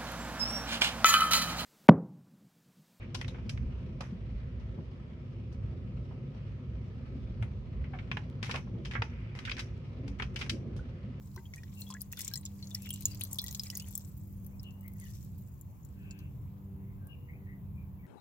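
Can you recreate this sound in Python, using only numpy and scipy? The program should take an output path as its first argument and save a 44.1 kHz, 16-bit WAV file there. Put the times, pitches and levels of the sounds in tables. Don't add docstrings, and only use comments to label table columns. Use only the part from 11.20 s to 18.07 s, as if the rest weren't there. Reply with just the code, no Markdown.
import sys
import numpy as np
from scipy import signal
from scipy.fft import rfft, irfft
from scipy.io import wavfile
from scipy.ndimage import uniform_filter1d

SR = 44100
rng = np.random.default_rng(int(sys.argv[2]) if len(sys.argv) > 2 else 0)


def unload_audio(sound):
    columns = np.transpose(np.atleast_2d(sound))
    steps = np.round(np.clip(columns, -1, 1) * 32767)
    wavfile.write(sys.argv[1], SR, steps.astype(np.int16))


N = 302834


def gain_of(db):
    return 10 ** (np.asarray(db) / 20)


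def evened(x):
    return x / np.sqrt(np.mean(x ** 2) + 1e-20)


def read(points, hz):
    f, value = np.transpose(points)
    return np.interp(np.log(hz + 1), np.log(f + 1), value)


def follow(points, seconds):
    return np.interp(seconds, *np.transpose(points))


def sine(pitch_hz):
    return np.sin(2 * np.pi * np.cumsum(pitch_hz) / SR)


def add(mix, s, sound, pan_db, lag_s=0.):
    for side, sign, start in ((0, 0.03, s + lag_s), (1, -2, s)):
        part = mix[side, round(start * SR):][:sound.shape[-1]]
        part += np.atleast_2d(sound)[-side, :len(part)] * gain_of(sign * pan_db / 2)


def band(x, lo_hz, hi_hz):
    sos = signal.butter(2, [lo_hz, min(hi_hz, SR / 2.1)], "band", fs=SR, output="sos")
    return signal.sosfilt(sos, x)


def resonate(x, hz, width_hz):
    turn = np.exp(2j * np.pi * np.cumsum(hz * np.ones(len(x))) / SR)
    r = np.exp(-np.pi * width_hz / SR)
    return 2 * (turn * signal.lfilter([1 - r], [1, -r], x / turn)).real


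def tail(t60, seconds):
    t = np.arange(round(seconds * SR)) / SR
    x = rng.standard_normal((2, len(t))) * gain_of(-60 * t / t60)
    return x / np.linalg.norm(x, axis=1)[:, None]


# f/Hz, relative level per Hz/dB
AIR_SPECTRUM = [(25, -27.5), (50, -1), (85, 4.5), (140, 2), (230, -13.5), (400, -24), (750, -31.5),
                (1050, -29.5), (1400, -39), (2500, -43.5), (5000, -55), (8600, -61), (11500, -44.5),
                (15500, -40)]
# f/Hz, likeness (0 to 1)
PORT_LIKENESS = [(30, 0.93), (180, 0.83), (550, 0.41), (1400, 0.35), (4000, 0.091), (15000, 0.056)]
# f/Hz, left minus right level/dB
PORT_LEAN = [(30, 2.5), (60, -2.5), (180, 0.5), (550, 2.5), (1650, 0), (4970, 2), (15000, 6.5)]
# t/s, level/dB
RUMBLE_SWELL = [(0, -1), (.6, -1.5), (1.198, -1), (2.6, 0), (3.299, 1), (4.199, 1), (4.701, 0), (5.5, 1.5),
                (6.202, -1), (6.6, 3.5), (6.87, -0.5)]
# t/s, level/dB
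TYRE_SWELL = [(0, 1), (1.8, 1), (2.099, 6), (2.7, 2), (3.1, -2.5), (3.5, 3), (4, -2), (5.6, 2), (6.1, 1.5),
              (6.87, 1.5)]
STREET_LAG_S = 0.00041


def background():
    frames, hz = N // 512 + 5, np.fft.rfftfreq(2048, 1 / SR)
    a, b, c, d, patches = rng.standard_normal((frames, 1025, 5)).T
    patches = uniform_filter1d(patches, size=20, axis=0)
    patches = evened(uniform_filter1d(patches, size=8, axis=1))
    now = np.arange(frames) * 512 / SR
    bass = 1 / (1 + (hz[:, None] / 250) ** 4)
    tyre_band = 1 / (1 + (np.log2(hz[:, None] / 950 + 0.0015) / 0.86) ** 4)
    swell_db = bass * follow(RUMBLE_SWELL, now) + tyre_band * follow(TYRE_SWELL, now)

    same = np.clip(read(PORT_LIKENESS, hz), -1, 1)[:, None]
    left, stranger = a + 1j * b, c + 1j * d
    lag_s = STREET_LAG_S * hz ** 2 / (hz ** 2 + 900 ** 2)
    lag = np.exp(-2j * np.pi * hz * lag_s)[:, None]
    z = np.array([left * lag, same * left + np.sqrt(1 - same ** 2) * stranger])
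    lean_db = read(PORT_LEAN, hz)[:, None] / 2 * np.array([1, -1])[:, None, None]
    z *= gain_of(read(AIR_SPECTRUM, hz)[:, None] + lean_db + 1.27 * patches + swell_db)
    noise = signal.istft(z, nperseg=2048, noverlap=1536)[1][:, :N]
    return gain_of(-46.5) * evened(noise)


# t/s, firing rate f/Hz, reference level/dB, lift of the upper multiples/dB
ENGINE = [(0.0, 99.3, -55, -2.5), (0.94, 98.64, -53, 0.5), (1.74, 98.4, -48, -1.5), (2.298, 97.71, -53, 2),
          (3.8, 97.5, -50.5, -11), (4.219, 97.3, -53.5, -2), (4.499, 97.25, -73.5, 9),
          (4.8, 97.37, -55.5, 5.5), (5.451, 97.36, -50.5, 6.5), (6.1, 97.2, -59.5, 11),
          (6.45, 96.8, -50, -2), (6.87, 96.55, -56.5, 1)]
# multiple of the firing rate, level against the reference/dB, share of the lift
ENGINE_MULTIPLES = [(1, -1, 0), (2, -1, 0), (3, -18, 0.8), (4, -25.5, 0.97), (5, -31.5, 1)]
WAVER_DB, WAVER_HZ = 1.5, 2.5


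def drone():
    s, *controls = np.transpose(ENGINE)
    t = np.arange(N) / SR
    hz, level_db, lift_db = (np.interp(t, s, c) for c in controls)
    turns, out = np.cumsum(hz) / SR, np.zeros(N)
    for k, db, share in ENGINE_MULTIPLES:
        waver = evened(sum(np.sin(2 * np.pi * (WAVER_HZ * a * t + b)) for a, b in rng.random((5, 2))))
        level = gain_of(level_db + db + share * lift_db + WAVER_DB * np.sqrt(k) * waver)
        out += np.sqrt(2) * level * np.sin(2 * np.pi * (round(k) * turns + rng.random()))
    return out


WHINE_HZ, WHINE_WIDTH_HZ, WHINE_DB = 14900, 160, -80


def whine():
    hiss = []
    for x in rng.standard_normal((2, N)):
        once = resonate(x, WHINE_HZ, WHINE_WIDTH_HZ)
        hiss.append(resonate(once, WHINE_HZ, WHINE_WIDTH_HZ))
    return gain_of(WHINE_DB) * evened(np.array(hiss)) * gain_of([[3], [-3]])


# t/s, length/s, nominal level/dB, first f/Hz, last f/Hz, width of each husk filter/Hz
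BIRD_NOTES = [(0.553, 0.081, -62.5, 2750, 2750, 300), (1.588, 0.22, -59, 2575, 3090, 350),
              (1.85, 0.067, -60, 2870, 2720, 200), (3.298, 0.078, -74.5, 2070, 2650, 99),
              (3.428, 0.083, -59, 2950, 2740, 407), (3.507, 0.17, -78, 2880, 2860, 200),
              (3.618, 0.094, -62, 2010, 2170, 352), (3.752, 0.028, -73, 2000, 1980, 250),
              (3.803, 0.051, -63, 2184, 1810, 150), (3.854, 0.026, -65, 1800, 1820, 250),
              (4.67, .45, -75, 1573, 1570, 497), (4.73, 0.41, -68, 2590, 2560, 804),
              (5.574, 0.21, -76, 2016, 2150, 700), (5.756, 0.18, -73.5, 1590, 1600, 182),
              (5.879, 0.078, -61, 2860, 2780, 345), (5.881, 0.15, -78, 2340, 2500, 254),
              (5.976, 0.12, -77.5, 2840, 2750, 200), (6.07, 0.073, -58.5, 2013, 2160, 300),
              (6.121, 0.052, -66.5, 2220, 2500, 251), (6.154, 0.11, -74.5, 2070, 1960, 201.5),
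              (6.246, 0.12, -63, 1970, 1978, 379), (6.535, 0.13, -71, 2434, 2290, 256),
              (6.779, 0.051, -72, 2270, 2260, 200), (6.82, 0.063, -67, 1950, 1980, 407)]


def bird():
    song = np.zeros((2, N))
    for s, length, level_db, first_hz, last_hz, husk_hz in BIRD_NOTES:
        pitch = np.linspace(first_hz, last_hz, round(length * SR))
        clear = np.sqrt(2) * sine(pitch)
        husky = rng.standard_normal(SR // 2)[:len(pitch)]
        for _ in range(3):
            husky = resonate(husky, pitch, husk_hz)
        note = (0.94 * clear + 2.13 * evened(husky)) * signal.windows.tukey(len(pitch), .7)
        add(song, s, gain_of(level_db) * note, 5, .00018)
    return 0.6 * song + 0.35 * signal.oaconvolve(song, tail(0.24, 0.3), axes=1)[:, :N]


# t/s, reference level/dB, brightness before its drift/dB per octave
SPRAY_COURSE = [(0.0, -80.5, -5), (0.48, -77, -12.5), (0.6, -68, 1), (0.9, -83.5, -8), (1.0, -56, -9),
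                (1.13, -70.5, -6), (1.26, -79.5, -6), (1.469, -73, -3), (1.66, -68, -8), (2.36, -68, 1.5),
                (2.66, -66.5, -5.5), (2.9, -79, 6.5), (3.48, -91, 7), (3.74, -89, 13), (3.79, -73, -8),
                (3.89, -68, -4), (4.27, -87.5, 6), (5.201, -92, -13), (5.531, -98.5, -7.5), (6.87, -102, 1)]
# f/Hz, relative level/dB
SPRAY_TINT = [(1800, -14.5), (2600, -16.5), (4000, -10), (5500, -6.5), (7200, 1.5), (8800, -12.5),
              (11500, -5), (15500, -1)]
FLICKER_DB, CLUMP_DB, DRIFT_DB = 4.5, 5, 3


def spray():
    s, level_db, bright_db = np.transpose(SPRAY_COURSE)
    now, t = np.arange(N) / SR, np.arange(400) / SR
    level_db, bright_db = np.interp(now, s, level_db), np.interp(now, s, bright_db)
    slow = (uniform_filter1d(uniform_filter1d(x, size=900), size=900) for x in rng.standard_normal((2, N)))
    flicker, drift = (evened(x) for x in slow)
    bright_db = bright_db + DRIFT_DB * drift

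    patter = np.zeros((2, N))
    for hz in np.geomspace(1800, 15500, num=26):
        fade = gain_of(-60 * t * hz / 49.0)
        blip = np.sin(2 * np.pi * hz * t * (1 + 60 * t)) * fade * hz / 6000
        draw, side, big = rng.random((3, N))
        at = np.flatnonzero(draw < 65. / SR * gain_of(CLUMP_DB * flicker))
        unequal_db = 16.0 - 3.47 * np.log(big[at] + 0.0033)
        colour_db = bright_db[at] * np.log2(hz / 6000) + read(SPRAY_TINT, hz)
        size = np.zeros(N)
        size[at] = gain_of(unequal_db + level_db[at] + colour_db)
        ports = size * np.array([side, 0.72 * (1 - side)])
        patter += signal.oaconvolve(ports, blip[None], axes=1)[:, :N]

    tint = list(SPRAY_TINT) + [(17000, -8.5)]
    colour = gain_of(read(tint, np.fft.rfftfreq(N, 1 / SR)))
    hiss = evened(irfft(rfft(rng.standard_normal((2, N))) * colour, N))
    wet = np.clip((level_db + 71) / 15, 0, 1)
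    return patter + gain_of(0.63 * level_db - 23.5 + FLICKER_DB * wet * flicker) * hiss


PLINKS_PER_S, PLINK_DB, PLINK_CYCLES = 7.5, 7.5, 18


def plinks():
    s, level_db, _ = np.transpose(SPRAY_COURSE)
    level_db = np.interp(np.arange(N) / SR, s, level_db)
    out, t = np.zeros((2, N)), np.arange(1500) / SR
    for hz in np.geomspace(1700, 6500, num=14):
        envelope = gain_of(-60 * t * hz / PLINK_CYCLES) * np.minimum(t / 0.00075, 1)
        plink = np.sin(2 * np.pi * hz * t * (1 + 3 * t)) * envelope
        draw, side, big = rng.random((3, N))
        size = (draw < PLINKS_PER_S / SR) * gain_of(PLINK_DB + level_db - 2.4 * np.log(big + 0.027))
        ports = size * np.array([side, 0.81 * (1 - side)])
        out += signal.oaconvolve(ports, plink[None], axes=1)[:, :N]
    return out


# t/s, peak level before pan/dB, first f/Hz, last f/Hz, length/s
CAVITIES = [(0.808, -47, 4300, 5640, 0.0091), (2.011, -38, 2130, 5240, .009),
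            (2.187, -29, 3060, 5700, 0.01), (2.288, -48, 2950, 6300, 0.0046)]


def gulps():
    out = np.zeros((2, N))
    for s, peak_db, first_hz, last_hz, length in CAVITIES:
        pitch = np.geomspace(first_hz, last_hz, round(length * SR))
        add(out, s, gain_of(peak_db) * signal.windows.tukey(len(pitch), .4) * sine(pitch), 1.5)
    return out


# t/s, nominal level/dB, centre f/Hz, cycles that set the fade (at least 4 are used)
BUBBLES_AND_RINGS = [(0.164, -46, 1035, 9.7), (0.172, -55.5, 923, 30), (0.172, -46, 370, 5.3),
                     (0.176, -50, 1550, 13), (0.177, -49, 1990, 16), (0.2552, -52, 3230, 22),
                     (0.337, -37, 2190, 10.4), (0.367, -52, 1890, 35), (0.381, -50, 2410, 19),
                     (0.434, -42.5, 1860, 3.6), (0.6188, -38, 4250, 9.9), (0.6668, -52, 3355, 39),
                     (0.702, -42, 1044, 22), (0.711, -40, 4900, 5.7), (0.711, -37, 8160, 5.6),
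                     (0.724, -43.5, 3300, 8), (0.74, -45.5, 1340, 2.6), (0.74, -28.5, 7000, 1.5),
                     (0.749, -43.5, 1690, 15), (0.768, -43.5, 1930, 6.5), (0.807, -41, 7000, 13),
                     (0.92, -35.5, 7500, 5.1), (0.932, -38.5, 2580, 4.2), (0.932, -45, 1920, 3.4),
                     (0.975, -38, 3600, 7.7), (0.971, -42, 5700, 7.4), (0.976, -47.5, 1470, 5.1),
                     (0.9945, -35, 7350, 8.7), (0.994, -51, 1990, 37), (1.048, -30.5, 8000, 16),
                     (1.0795, -23, 7250, 8.8), (1.114, -51.5, 1613, 28), (1.1372, -34, 4160, 17),
                     (1.158, -51.5, 1940, 19), (1.156, -36, 7650, 14), (1.175, -26, 7330, 13),
                     (1.138, -31, 5500, 14), (1.157, -29, 5160, 9.4), (1.2119, -42, 8900, 11),
                     (1.2535, -27.5, 7210, 22), (1.4268, -35.5, 4290, 11), (1.4724, -39.5, 6730, 11),
                     (1.512, -41.5, 3670, 13), (1.5489, -22, 5360, 7.1), (1.5542, -53, 1990, 19),
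                     (1.6574, -52, 3370, 25), (1.7054, -34, 3150, 10.7), (1.7055, -24.5, 10100, 15),
                     (1.7298, -34, 7750, 11), (1.7407, -33, 7260, 11), (1.76, -48, 7600, 19),
                     (1.855, -13.5, 6910, 15.5), (1.9168, -41.5, 4700, 22), (1.9732, -45, 7300, 19),
                     (2.0145, -25.5, 3600, 2), (2.113, -34.5, 8400, 11), (2.126, -37, 7800, 10),
                     (2.13, -26.5, 7400, 8.4), (2.188, -42, 3600, 26), (2.2383, -49.5, 1953, 27),
                     (2.271, -30, 7150, 6.1), (2.2842, -56.5, 1954, 32), (2.31, -32.5, 6700, 6.8),
                     (2.3492, -26, 6630, 9), (2.3961, -22.5, 5120, 14), (2.4606, -50.5, 2350, 14),
                     (2.4631, -59.5, 1976, 82), (2.4683, -37.5, 5270, 12), (2.501, -38, 2990, 11),
                     (2.501, -35, 5300, 11), (2.529, -49.5, 1985, 35), (2.5524, -31, 6600, 9.3),
                     (2.569, -37.5, 5000, 10), (2.598, -37, 8100, 20), (2.598, -35, 5070, 8.4),
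                     (2.6, -47, 2770, 12), (2.607, -54, 2480, 9.3), (2.644, -49, 3100, 6),
                     (2.619, -50, 2940, 22), (2.753, -25, 7730, 17), (3.3963, -44.5, 5340, 13),
                     (3.7993, -37, 8900, 4.1), (3.864, -55.5, 2910, 19), (4.4126, -47.5, 7240, 17),
                     (4.6486, -48.5, 7140, 14), (4.631, -58, 6800, 15), (4.908, -44, 7200, 60),
                     (4.909, -52, 2680, 24)]
CLIMB, CLIMB_PITCH_POWER, CLIMB_CYCLES_POWER = 0.06, 0.7, -0.6
BUBBLE_PAN_DB, BUBBLE_PAN_SPREAD_DB, BUBBLE_PAN_DB_PER_OCTAVE = 3.5, 3, 0.24


def bubbles_and_rings():
    out, t = np.zeros((2, N)), np.arange(5000) / SR
    noises = rng.standard_normal((len(BUBBLES_AND_RINGS), len(t)))
    for (s, peak_db, hz, cycles), noise in zip(BUBBLES_AND_RINGS, noises):
        age = t * hz / max(cycles, 4)
        climb = CLIMB * (hz / 5000) ** CLIMB_PITCH_POWER * (cycles / 10) ** CLIMB_CYCLES_POWER
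        pitch = hz * (1 + climb * (np.minimum(age, 1.2) - .7))
        swell = (1 - np.exp(-age / 0.041)) / (1 + (age / 3.8) ** 5) * np.exp(-.9 * age)
        wobble = 1 + 0.53 / (1 + hz / 5000) * np.tanh(evened(band(noise, hz / 20, hz / 6)))
        wobble = wobble * np.linalg.norm(swell) / np.linalg.norm(swell * wobble)
        pan_db = BUBBLE_PAN_DB + BUBBLE_PAN_SPREAD_DB * noise[1] + BUBBLE_PAN_DB_PER_OCTAVE * np.log2(hz / 4000)
        add(out, s, gain_of(peak_db) * swell * wobble * sine(pitch), pan_db, .00004 * noise[0])
    return out


# t/s, peak level of the top before pan/dB, middle range against the top/dB
DROP_SLAPS = [(0.1467, -38, -20), (0.1619, -33.5, -7), (0.3375, -57.5, 17.5), (0.36, -47, 8),
              (0.3794, -51, 4.5), (0.435, -50.5, 4.5), (0.617, -42, 6), (0.6909, -41, -4),
              (0.703, -37.5, 2.5), (0.807, -38, -3), (0.817, -23, -23), (0.917, -44, -2),
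              (0.9259, -22.5, -11), (0.933, -40, -1), (0.9638, -46, -1), (0.9724, -36, 0),
              (0.9917, -23.5, -12), (1.007, -24.5, -4), (1.0158, -25, -4), (1.0473, -26.5, -3.5),
              (1.079, -25, -9), (1.1135, -43, 0), (1.1375, -24, -7), (1.157, -28, -1), (1.174, -35, -6),
              (1.252, -36, -4), (1.261, -36, 1), (1.4254, -53, 8), (1.442, -59, 12), (1.4714, -55.5, 13),
              (1.507, -40, -1), (1.5463, -26, -6.5), (1.55, -30, -19), (1.5906, -37.5, -25),
              (1.621, -32.5, -11), (1.66, -34.5, -11), (1.691, -25.5, -15), (1.705, -22, -16.5),
              (1.738, -26, -7.5), (1.76, -33, -3), (1.8078, -27.5, -14), (1.8227, -40.5, 4.5),
              (1.831, -38, -7.5), (1.8566, -15.5, -9), (1.8827, -40, -1.5), (1.9118, -39.5, -0.5),
              (1.947, -33, -9), (1.9959, -38, -27), (2.0099, -23.5, -8.5), (2.0367, -19, -20.5),
              (2.051, -32, -4.5), (2.1115, -44, -18), (2.1313, -21, -34.5), (2.1444, -29, -12),
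              (2.157, -35, -5), (2.1861, -23, -3), (2.2172, -22, -21), (2.241, -17, -23),
              (2.264, -28.5, -3.5), (2.282, -32.5, 1), (2.312, -32, -10), (2.327, -29, -12),
              (2.3474, -29, -3), (2.396, -31.5, 2.5), (2.435, -26.5, -7), (2.444, -45, -16),
              (2.453, -40, -28), (2.5017, -28, -2.5), (2.5533, -34, 0), (2.5723, -19, -15),
              (2.598, -36, 0.5), (2.623, -34, -9), (2.656, -57, -13), (2.685, -34, -26),
              (2.727, -37.5, -11), (2.753, -21.5, -11.5), (2.7774, -18, -23), (2.806, -40, -9),
              (3.247, -40, -17), (3.265, -28.5, -48), (3.4316, -37.5, -11.5), (3.5079, -49.5, -2),
              (3.6097, -41, -23), (3.68, -28.5, -25), (3.736, -40, -29), (3.8, -35, -16), (3.819, -40, -12),
              (3.854, -39, -17), (3.909, -48.5, 0), (3.9493, -42, -14), (3.9706, -47, -16),
              (4.047, -40, -29), (4.1824, -42, -19), (4.412, -35.5, -29), (4.6504, -39, -18.5),
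              (4.91, -57.5, 15.5), (4.99, -44.5, -1.5), (5.871, -41, -31)]
TOP_LOW_HZ, TOP_HIGH_HZ = 10500, 15600
SPATTER_DB = 8


def slaps():
    out, t = np.zeros((2, N)), np.arange(1600) / SR
    crack = (1 - np.exp(-t / 0.00023)) * gain_of(-60 * t / 0.0044)
    fizz_db = np.array([[[-25]], [[-20]]]) - 60 * t / np.array([[[0.03]], [[0.045]]])
    fizz = (1 - np.exp(-t / 0.0053)) * gain_of(fizz_db)
    noises = rng.standard_normal((len(DROP_SLAPS), 2, 3, len(t)))
    traits = rng.random((len(DROP_SLAPS), 3))
    for (s, peak_db, middle_db), noise, (size, place, tint) in zip(DROP_SLAPS, noises, traits):
        spatter = evened(uniform_filter1d(noise[:, :1, ::-1], size=60))
        top, middle = noise[:, :1] * crack + noise[:, 1:] * fizz * gain_of(SPATTER_DB * spatter)
        middle_hz = 4000 + 3500 * size
        top_hz = TOP_LOW_HZ + (TOP_HIGH_HZ - TOP_LOW_HZ) * tint
        top = band(top, top_hz / 1.117, top_hz * 1.29)
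        middle = band(middle, middle_hz / 1.4, middle_hz * 1.39)
        top *= gain_of(peak_db) / abs(top).max()
        middle *= gain_of(peak_db + middle_db) / abs(middle).max()
        add(out, s, top, 4 + 5 * place, 0.00029 * (size - .5))
        add(out, s, middle, -1 + 4 * place, 0.00023 * (size - .5))
    return out


# f/Hz, level before RING_DB/dB, time to fall 60 dB t/s
RESONANCES = [(1016, -15, .08), (1640, -20, .07), (1954, -16, .08), (2713, -16, .1), (3370, -12, .11),
              (3505, -7, .085), (4032, -10, .13), (4270, -7, .08), (4930, -14, .07), (5830, -9, .05),
              (6400, -8, .045), (7020, -8, .04)]
RING_DB = -35
FLUTTER_DB, FLUTTER_T60_S, FLUTTER_LOW_HZ = -3.5, .03, 2600
TURN_HZ = 1.7
LEFT_LAG_S = -0.00007


def pot(drops, mist):
    t = np.arange(9000) / SR
    ring = sum(gain_of(db - 60 * t / t60) * np.sin(2 * np.pi * hz * t) for hz, db, t60 in RESONANCES)
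    x = drops + mist
    wet = x + gain_of(RING_DB) * signal.oaconvolve(drops, ring[None], axes=1)[:, :N]
    for turn in np.arange(3) / 3:
        share = np.sqrt(2 / 3) * np.cos(2 * np.pi * (TURN_HZ * np.arange(N) / SR + turn))
        flutter = gain_of(FLUTTER_DB) * band(tail(FLUTTER_T60_S, .05), FLUTTER_LOW_HZ, 15500)
        wet += signal.oaconvolve(x * share, flutter, axes=1)[:, :N]
    lag = np.exp(-2j * np.pi * np.fft.rfftfreq(N, 1 / SR) * LEFT_LAG_S)
    return np.array([irfft(rfft(wet[0]) * lag, N), wet[1]])


def scene():
    neighbourhood = background() + drone() + whine() + bird()
    drops = slaps() + bubbles_and_rings() + gulps() + plinks()
    return pot(drops, spray()) + neighbourhood


EDGE_HZ = 16000


def record(dry):
    cut = signal.sosfilt(signal.butter(3, 36, "high", fs=SR, output="sos"), dry)
    cut = np.pad(cut, ((0, 0), (127, 127)), "reflect", reflect_type="odd")
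    low_pass = signal.firwin(255, EDGE_HZ, window=("kaiser", 9), fs=SR)
    return signal.oaconvolve(cut, low_pass[None], "valid", axes=1)


dry = scene()
out = record(dry)
unload_audio(out)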